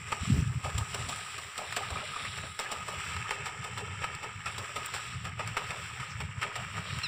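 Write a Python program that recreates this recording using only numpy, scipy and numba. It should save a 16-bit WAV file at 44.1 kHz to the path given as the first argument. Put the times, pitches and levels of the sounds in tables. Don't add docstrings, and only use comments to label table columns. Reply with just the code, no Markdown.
import sys
import numpy as np
from scipy import signal
from scipy.fft import rfft, irfft, next_fast_len
from scipy.io import wavfile
from scipy.ndimage import uniform_filter1d
from numba import njit

SR = 44100
rng = np.random.default_rng(int(sys.argv[2]) if len(sys.argv) > 2 else 0)


def to_wav(sig):
    pcm = np.clip(np.atleast_2d(sig), -1, 1) * 32767
    pcm = np.round(pcm).astype(np.int16)
    wavfile.write(sys.argv[1], SR, pcm.T)


N = 311787
TIME_S = np.arange(N) / SR

# start in seconds, slap, gulp and spray in relative dB, burst in seconds.
SPLASHES = [(0.118, -21.5, -38.5, -42.5, 0.018), (0.639, -30.5, -40, -44.5, 0.072),
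            (0.779, -28, -39, -33, 0.01), (0.943, -24, -36.5, -37, 0.0095), (1.087, -30, -41.5, -36, 0.025),
            (1.38, -23.5, -41.5, -38.5, 0.0086), (1.577, -20.5, -34, -37.5, 0.0027),
            (1.765, -16, -35.5, -33, 0.013), (1.903, -27, -36, -41, 0.0078),
            (1.955, -39, -39.5, -51, 0.021), (2.158, -22, -43.5, -53, 0.0057),
            (2.373, -29, -44.5, -41, 0.01), (2.431, -29, -42.5, -61, 0.02),
            (2.597, -14, -36.5, -31.5, 0.003), (2.715, -24, -36.5, -35, 0.016),
            (2.88, -25, -39.5, -41, 0.021), (3.305, -20.5, -40.5, -39.5, 0.018),
            (3.456, -23, -43, -40.5, 0.029), (3.641, -24, -38.5, -39, 0.01),
            (3.779, -28, -38, -38.5, 0.0077), (4.016, -26, -43.5, -51, 0.023),
            (4.039, -18.5, -46, -40.5, 0.0076), (4.229, -25, -40, -44.5, 0.023),
            (4.46, -19, -42.5, -45, 0.03), (4.58, -26, -37.5, -36.5, 0.012),
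            (4.758, -20, -37.5, -39, 0.021), (4.937, -22, -46.5, -38.5, 0.045),
            (5.251, -17, -38.5, -39, 0.0038), (5.391, -21, -37, -48, 0.022),
            (5.567, -16.5, -37, -36.5, 0.011), (5.705, -19.5, -38.5, -41, 0.0092),
            (5.999, -25, -58, -49, 0.048), (6.202, -21, -43, -43.5, 0.017), (6.414, -19.5, -54, -45, 0.019),
            (6.429, -19.5, -37, -53, 0.0091), (6.559, -23, -39.5, -40, 0.011),
            (6.765, -23.5, -45, -49, 0.03)]
# start in seconds, level in dB, share of fine spray from 0 to 1.
FLAT_HITS = [(0.124, -26, 0), (0.701, -36, 0.4), (0.946, -27, 0.34), (1.16, -34, 0.6), (1.343, -31, 0),
             (1.579, -28.5, 0.73), (1.725, -26.5, 0.3), (1.764, -27.5, 1), (2.25, -33, 0),
             (2.591, -22.5, 0.2), (3.165, -27.5, 0.1), (3.292, -28, 0), (3.308, -25, 0.1),
             (3.775, -31, 0.04), (4.043, -33, 0), (4.15, -34.5, 0.6), (4.459, -33.5, 0.33),
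             (5.245, -38, 0.3), (5.475, -29.5, 0.47), (5.568, -30.5, 0), (5.579, -30, 0.05),
             (6.429, -26, 0.07), (6.556, -30.5, 0.17), (6.987, -29.5, 0.12)]
# start in seconds, centre pitch in Hz, peak of each ring in dB.
AIR_POCKETS = [(0.12, 1030, -24), (0.944, 680, -37), (1.767, 860, -45), (2.16, 1190, -36),
               (2.594, 790, -30.5), (3.308, 990, -29.5), (4.04, 1230, -26.5), (4.461, 900, -43),
               (4.762, 635, -43), (5.568, 1210, -24.5)]
# time in seconds, drops, mist and sizzle in relative dB.
WASH_LEVELS = [(0, -42.5, -47, -64), (0.27, -40, -39.5, -62.5), (0.55, -45.5, -49.5, -62.5),
               (0.8, -43.5, -45, -63), (1.12, -40, -41.5, -61), (1.45, -44, -52, -59),
               (2.2, -40, -51.5, -63), (2.75, -44, -49, -63), (3.08, -37, -45, -56),
               (3.55, -42.5, -45.5, -78), (4.25, -43, -48.5, -69), (4.95, -41, -45, -60),
               (5.35, -43, -49.5, -68.5), (5.8, -40.5, -51, -58), (6.3, -45, -50, -70),
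               (6.95, -40, -51.5, -59.5)]
# time in seconds, relative depth of the sag in dB.
DEAD_POINTS = [(0.57, 1), (1.53, 1.5), (2.55, 4.5), (4.41, 2.5), (5.34, 6.5), (6.36, 1.8)]
# peak time in seconds, slosh in dB, fizz in dB, half length in seconds.
SHEETS = [(0.286, -48, -61, 0.097), (1.17, -49, -54.5, 0.28), (1.672, -52, -59, 0.072),
          (1.91, -50.5, -60.5, 0.21), (2.243, -46, -53.5, 0.22), (2.504, -57, -59, 0.086),
          (4.523, -51, -54, 0.026), (5.032, -50.5, -71, 0.23), (6.087, -53.5, -68, 0.055),
          (6.922, -45.5, -68, 0.09)]
# start in seconds, pitch in Hz, level in dB.
BIG_BUBBLES = [(1.385, 1180, -36.5), (1.765, 701, -27.5), (1.81, 777, -30), (1.828, 1270, -32.5),
               (1.938, 765, -39), (1.971, 2350, -25.5), (2.008, 1350, -31), (2.029, 603, -34),
               (2.133, 1305, -35), (2.159, 1173, -28.5), (2.434, 553, -44), (2.66, 1680, -28),
               (3.817, 423, -42.5), (4.041, 1280, -29.5), (4.457, 1336, -29.5), (6.562, 710, -34)]
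# time in seconds, delay in ms, gain in dB.
ECHO_PATH = [(0, 2.45, -22), (0.75, 2.32, -19), (1.7, 2.48, -24), (2.7, 2.36, -15), (3.3, 2.25, -11),
             (4.2, 2.27, -7), (4.8, 2.28, -22), (5.4, 2.3, -17), (6.25, 2.19, -11), (7.0, 2.1, -20)]
# time in seconds, level in dB.
BREEZE_LEVELS = [(0, -46), (0.19, -48.5), (0.3, -36.5), (1.05, -45.5), (1.42, -58), (1.75, -49.5),
                 (2.6, -53), (2.95, -46), (4.1, -48), (5.7, -44.5), (6.3, -44), (6.6, -44), (7.07, -42)]
# peak time in seconds, level in dB, half length in seconds.
GUST_PEAKS = [(0.358, -27, 0.057), (0.547, -45.5, 0.082), (0.79, -48, 0.041), (1.085, -45.5, 0.032),
              (1.943, -44, 0.023), (2.26, -47.5, 0.044), (2.445, -45, 0.014)]
# peak time in seconds, pitch in Hz, level in dB.
EDDIES = [(0.222, 85, -28), (0.234, 196, -30.5), (0.279, 158, -26), (0.305, 199, -15.5), (0.325, 115, -18),
          (0.333, 179, -28.5), (0.381, 153, -23.5), (0.393, 86.5, -17), (0.428, 129, -19.5),
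          (0.476, 104, -24), (0.504, 104, -23.5), (0.563, 125, -26.5), (0.578, 121, -25.5),
          (0.655, 83, -34), (0.683, 108, -30), (0.757, 79.6, -23.5), (0.791, 107, -25.5), (0.821, 93, -25),
          (1.927, 76, -31), (6.16, 100, -31.5), (6.254, 106, -31), (6.385, 105, -29.5)]
# time in seconds, pitch in Hz, level in dB.
BIRD_CALL = [(7.033, 1385, -50), (7.034, 1385, -32), (7.048, 1360, -32), (7.058, 1315, -34),
             (7.07, 1175, -38)]
# multiple of the pitch, relative level in dB.
BIRD_HARMONICS = [(1, -24), (2, -2), (3, 0), (4, -11), (6, -30)]
# peak time in seconds, pitch in Hz, level in dB.
NEAR_TICKS = [(0.4115, 6150, -32), (2.417, 7100, -37)]
# peak time in seconds, level in dB, half length in seconds.
NEAR_RUSTLES = [(0.355, -52, 0.039), (6.113, -47.5, 0.023)]
# centre in Hz, width in Hz, gain in dB.
PORT_BANDS = [(409, 32, 8), (1253, 80, 10), (1740, 20, 1.5), (4300, 1700, -1.5), (5530, 800, 9),
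              (6537, 806, -25.5), (7380, 1600, 11.5), (13540, 1500, -15), (15000, 510, 8.5)]
# frequency in Hz, density in dB per Hz.
NOISE_FLOOR = [(200, -105), (600, -86), (1200, -99.5), (2800, -86.5), (4300, -91), (5600, -99),
               (7500, -106.5), (10000, -105), (14000, -116), (15500, -117)]

# frequency in Hz, relative level in dB.
SLAP_SPECTRUM = [(200, -17), (600, -6.5), (1000, 3.5), (2600, 7), (4000, -6.5), (7000, -12), (16000, -34)]
GULP_SPECTRUM = [(80, -13), (200, -7), (330, -11), (600, 6), (850, 7), (1200, 9), (2500, -10)]
SPRAY_SPECTRUM = [(1500, -16), (3000, 3.5), (4000, 4), (5500, -3), (8000, 1.1), (10500, -14.5),
                  (13500, -10), (16000, -17)]
DROP_SPECTRUM = [(250, -17.5), (700, -11), (1100, -5.5), (2000, -0.5), (2700, 1.5), (3400, -4),
                 (4000, -11.5), (5000, -14.5), (12000, -43)]
MIST_SPECTRUM = [(1500, -42), (3100, -2), (4200, -8.5), (5500, -4), (7800, 1.5), (9500, -13.5),
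                 (13500, -19), (16000, -27)]
SLOSH_SPECTRUM = [(1200, -28), (2800, 0), (3800, 7.5), (4700, -2), (5600, -4), (7000, -36)]
FIZZ_SPECTRUM = [(5000, -27), (7500, 7), (9000, 5), (10700, -1.5), (11800, -27), (16000, -8)]
BREEZE_SPECTRUM = [(15, -57), (35, -33), (60, -14.5), (85, -1), (115, -1), (180, -9.5), (260, -27.5),
                   (600, -74), (2000, -81)]
GUST_SPECTRUM = [(15, -56), (35, -22), (70, 7), (130, 6), (260, -2), (370, -18), (600, -23), (2000, -43)]
RUSTLE_SPECTRUM = [(3500, -30), (5000, -8), (5800, -11), (6500, 1), (7300, -19), (9000, -37)]
SNAP_SPECTRUM = [(3000, -15), (6000, -7), (8500, 3), (11000, -25), (15500, 3)]


def splashes():
    _, slap_db, gulp_db, spray_db, _ = np.transpose(SPLASHES)
    slap = colour(patter(rate_hz=8000, spread_db=3.2), SLAP_SPECTRUM)
    gulp = colour(bubbles(184, 1263, cycles=14.4, spread_db=-0.5, rise=0.25, count=6000), GULP_SPECTRUM)
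    spray = colour(patter(rate_hz=8000, spread_db=1.5), SPRAY_SPECTRUM)
    slap *= splash_envelope(slap_db - 17, attack_s=0.002, stretch=1, tail_db=-7, tail_s=0.034)
    gulp *= splash_envelope(gulp_db - 4.5, attack_s=0.005, stretch=1.07, tail_db=-2.5, tail_s=0.046)
    spray *= splash_envelope(spray_db - 5, attack_s=0.00067, stretch=1, tail_db=-2.5, tail_s=0.017)
    return slap + gulp + spray


def splash_envelope(levels_db, attack_s, stretch, tail_db, tail_s, lead_db=-14, lead_s=0.01):
    out = np.zeros(N)
    for (start_s, *_, burst_s), db in zip(SPLASHES, levels_db):
        start = int(start_s * SR)
        span = slice(max(start - SR // 10, 0), start + SR // 2)
        t = TIME_S[span] - start_s
        age_s = np.maximum(t, 0)
        lead = undb(lead_db) * np.exp(-np.abs(t) / lead_s)
        attack = 1 - np.exp(-age_s / attack_s)
        burst = np.exp(-(age_s / (stretch * burst_s)) ** 2)
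        tail = undb(tail_db) * np.exp(-age_s / tail_s)
        out[span] += undb(db) * (lead + attack * (burst + tail))
    return out


def cracks(decay_s=0.0023, tail_db=-11, tail_s=0.013):
    heavy = colour(rng.standard_normal(N), SLAP_SPECTRUM)
    thin = colour(rng.standard_normal(N), SPRAY_SPECTRUM)
    out = np.zeros(N)
    for start_s, db, fine in FLAT_HITS:
        span = slice(int(start_s * SR), int(start_s * SR) + SR // 10)
        t = TIME_S[span] - start_s
        snap = np.sqrt(1 - fine) * heavy[span] + np.sqrt(fine) * thin[span]
        envelope = np.hypot(np.exp(-t / decay_s), undb(tail_db) * np.exp(-t / tail_s))
        out[span] += undb(db) * snap * envelope
    return out


def pockets(count=4, cycles=11.6, spread_octaves=1, breakup_s=0.009):
    out, t = np.zeros(N), TIME_S[:SR // 20]
    for start_s, centre_hz, db in AIR_POCKETS:
        for k, (late, detune) in enumerate(rng.random((count, 2))):
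            hz = centre_hz * 2 ** (spread_octaves * (detune - 0.5))
            start = int((start_s + breakup_s * (k + late) / count) * SR)
            decay = np.exp(-np.log(1000) * t * hz / cycles)
            out[start:start + len(t)] += undb(db) * decay * np.sin(2 * np.pi * hz * t)
    return out


def wash(churn_db=-56):
    _, slap_db, gulp_db, spray_db, _ = np.transpose(SPLASHES)
    drops_db, mist_db, sizzle_db = curves(WASH_LEVELS)
    sag_db, flutter_db = wheel_sag_db(), 0.9 * walk(rate_hz=45)
    churn = colour(bubbles(260, 1300, cycles=24, spread_db=2, rise=0.15, count=2800), GULP_SPECTRUM)
    spatter = undb(-10) * bubbles(1000, 4500, cycles=9, spread_db=2.6, rise=0.1, count=3000)
    drops = colour(patter(rate_hz=9000, spread_db=1.6) + spatter, DROP_SPECTRUM)
    mist = colour(patter(rate_hz=14000, spread_db=6.5), MIST_SPECTRUM)
    sizzle = colour(patter(rate_hz=9000, spread_db=5), SPRAY_SPECTRUM)
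    surfacing = np.hypot(undb(churn_db), aftermath(gulp_db - 10.5, peak_s=0.034))
    falling = np.hypot(undb(drops_db - 1.9), aftermath(slap_db - 28.5, peak_s=0.067))
    hanging = np.hypot(undb(sizzle_db + 10), aftermath(spray_db - 17.5, peak_s=0.034))
    return (churn * surfacing * undb(walk(rate_hz=25) - 2.4 * sag_db)
            + drops * falling * undb(flutter_db - 0.63 * sag_db)
            + mist * undb(mist_db - 8 + flutter_db - sag_db)
            + sizzle * hanging * undb(flutter_db - 0.3 * sag_db))


def aftermath(levels_db, peak_s):
    age = TIME_S[:SR] / peak_s
    shape = (age * np.exp(1 - age)) ** 2
    power = np.zeros(N)
    for (start_s, *_), db in zip(SPLASHES, levels_db):
        start = int(start_s * SR)
        power[start:start + SR] += undb(db) ** 2 * shape[:N - start]
    return np.sqrt(power)


def wheel_sag_db(fall_s=0.14, rise_s=0.077):
    return sum(db * swell(at_s, np.where(TIME_S < at_s, fall_s, rise_s)) for at_s, db in DEAD_POINTS)


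def showers():
    tinkle = undb(-9) * bubbles(2800, 5200, cycles=20, spread_db=1, rise=0.1, count=4000)
    slosh = colour(patter(rate_hz=6000, spread_db=7) + tinkle, SLOSH_SPECTRUM)
    fizz = colour(patter(rate_hz=9200, spread_db=6), FIZZ_SPECTRUM)
    return sum((undb(slosh_db) * slosh + undb(fizz_db) * fizz) * swell(peak_s, half_s)
               for peak_s, slosh_db, fizz_db, half_s in SHEETS)


def plops(cycles=55, rise=0.065):
    out = np.zeros(N)
    for start_s, hz, db in BIG_BUBBLES:
        ring_s = cycles / hz
        t = TIME_S[:int(ring_s * SR)]
        envelope = (1 - np.exp(-t * hz / 2)) * np.exp(-np.log(1000) * t / ring_s)
        phase = 2 * np.pi * hz * t * (1 + 0.5 * rise * t / ring_s)
        out[int(start_s * SR):][:len(t)] += undb(db) * envelope * np.sin(phase)
    return out


def patter(rate_hz, spread_db):
    falls = rng.random(N) < rate_hz / SR
    size = undb(spread_db * np.minimum(rng.exponential(size=N), 4))
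    return unit(falls * size * rng.choice([-1, 1], N))


def bubbles(low_hz, high_hz, cycles, spread_db, rise, count):
    when, pitch, chance, life = rng.random((count, 4)).T
    hz = low_hz * (high_hz / low_hz) ** pitch
    starts, lengths = (when * N).astype(int), SR * cycles * (0.5 + life) / hz
    turn_rad = 2 * np.pi * hz / SR
    glide_rad, damp = turn_rad * rise / lengths, np.log(1000) / lengths
    size = undb(-spread_db * np.log(np.maximum(chance, np.exp(-4))))
    return unit(rings(starts, lengths.astype(int), turn_rad, glide_rad, damp, size))


@njit
def rings(starts, lengths, turn_rad, glide_rad, damp, size):
    out = np.zeros(N)
    for k in range(len(starts)):
        phasor = size[k] + 0j
        step, faster = np.exp(1j * turn_rad[k] - damp[k]), np.exp(1j * glide_rad[k])
        for i in range(starts[k], min(starts[k] + lengths[k], N)):
            out[i] += phasor.imag
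            phasor *= step
            step *= faster
    return out


def reflection(x, top_hz=5000):
    delay_ms, db = curves(ECHO_PATH)
    late = np.interp(TIME_S - delay_ms / 1000, TIME_S, x, left=0)
    return undb(db) * signal.sosfiltfilt(signal.butter(1, top_hz, fs=SR, output="sos"), late)


def wind(eddy_db=5.2, eddy_rate_hz=22):
    breeze_db, = curves(BREEZE_LEVELS)
    flutter_db = eddy_db * np.minimum(walk(eddy_rate_hz), 1)
    breeze = undb(breeze_db + flutter_db) * colour(rng.standard_normal(N), BREEZE_SPECTRUM)
    gust_gain = sum(undb(db) * swell(peak_s, half_s) for peak_s, db, half_s in GUST_PEAKS)
    return breeze + gust_gain * colour(rng.standard_normal(N), GUST_SPECTRUM) + thumps()


def thumps(half_cycles=0.85):
    out = np.zeros(N)
    for (peak_s, hz, db), offset in zip(EDDIES, rng.random(len(EDDIES))):
        span = slice(int(peak_s * SR) - SR // 20, int(peak_s * SR) + SR // 20)
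        turns = (TIME_S[span] - peak_s) * hz
        envelope = np.exp(-(turns / half_cycles) ** 2)
        out[span] += undb(db) * envelope * np.sin(2 * np.pi * (turns + offset))
    return out


def bird(waver=0.0073):
    hz, db = curves(BIRD_CALL)
    phase = 2 * np.pi * np.cumsum(hz * (1 + waver * walk(rate_hz=400))) / SR
    voice = sum(undb(partial_db) * np.sin(k * phase) for k, partial_db in BIRD_HARMONICS)
    return unit(voice) * undb(db) * (TIME_S > BIRD_CALL[0][0])


def drop_snap(start_s=4.8605, level_db=-24, decay_s=0.002):
    envelope = (TIME_S > start_s) * np.exp(-np.abs(TIME_S - start_s) / decay_s)
    return undb(level_db) * envelope * colour(rng.standard_normal(N), SNAP_SPECTRUM)


def ticks(half_s=0.00071):
    return sum(undb(db) * swell(peak_s, half_s) * np.sin(2 * np.pi * hz * (TIME_S - peak_s))
               for peak_s, hz, db in NEAR_TICKS)


def rustles():
    grains = colour(patter(rate_hz=3000, spread_db=-1), RUSTLE_SPECTRUM)
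    return grains * sum(undb(db) * swell(peak_s, half_s) for peak_s, db, half_s in NEAR_RUSTLES)


def suppressor(x, depth_db=-9, knee=0.95, frame_samples=1024):
    bins_hz, _, frames = signal.stft(x, SR, nperseg=frame_samples, scaling="psd")
    power = uniform_filter1d(np.abs(frames) ** 2, size=5, axis=-1)
    power = uniform_filter1d(power, size=5, axis=-2)
    hz, db = np.transpose(NOISE_FLOOR)
    noise_power = undb(np.interp(bins_hz, hz, db))[:, None] ** 2
    cut_db = depth_db / (1 + (np.abs(power) / noise_power) ** knee)
    _, out = signal.istft(frames * undb(cut_db), SR, nperseg=frame_samples, scaling="psd")
    return out[..., :N]


def undb(db):
    return 10 ** (np.asarray(db) / 20)


def unit(x):
    return x / np.sqrt(np.mean(x ** 2))


def curves(table):
    times_s, *columns = np.transpose(table)
    return [np.interp(TIME_S, times_s, column) for column in columns]


def colour(x, spectrum):
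    hz, db = np.transpose(spectrum)
    size = next_fast_len(N)
    bins_hz = np.maximum(np.fft.rfftfreq(size, 1 / SR), 1)
    gain = undb(np.interp(np.log(bins_hz), np.log(hz), db))
    return unit(irfft(rfft(x, size) * gain, size)[:N])


def walk(rate_hz):
    hold = max(int(SR / rate_hz), 1)
    steps = np.repeat(rng.standard_normal(N // hold + 1), hold)
    return unit(uniform_filter1d(steps, hold)[:N])


def swell(peak_s, half_s):
    return np.exp(-((TIME_S - peak_s) / half_s) ** 2)


def scene():
    water = splashes() + cracks() + pockets() + wash() + showers() + plops()
    mono = water + reflection(water) + wind() + rustles() + ticks() + drop_snap() + bird()
    return np.array([mono, mono])


def record(dry, top_hz=15480):
    for hz, width_hz, db in PORT_BANDS:
        turn_rad, damp, gain = 2 * np.pi * hz / SR, np.tan(np.pi * width_hz / SR), undb(db / 2)
        dry = signal.lfilter([1 + damp * gain, -2 * np.cos(turn_rad), 1 - damp * gain],
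                             [1 + damp / gain, -2 * np.cos(turn_rad), 1 - damp / gain], dry)
    lowpass = signal.ellip(10, 0.2, 80, top_hz, fs=SR, output="sos")
    return signal.sosfilt(lowpass, suppressor(dry))


dry = scene()
out = record(dry)
to_wav(out)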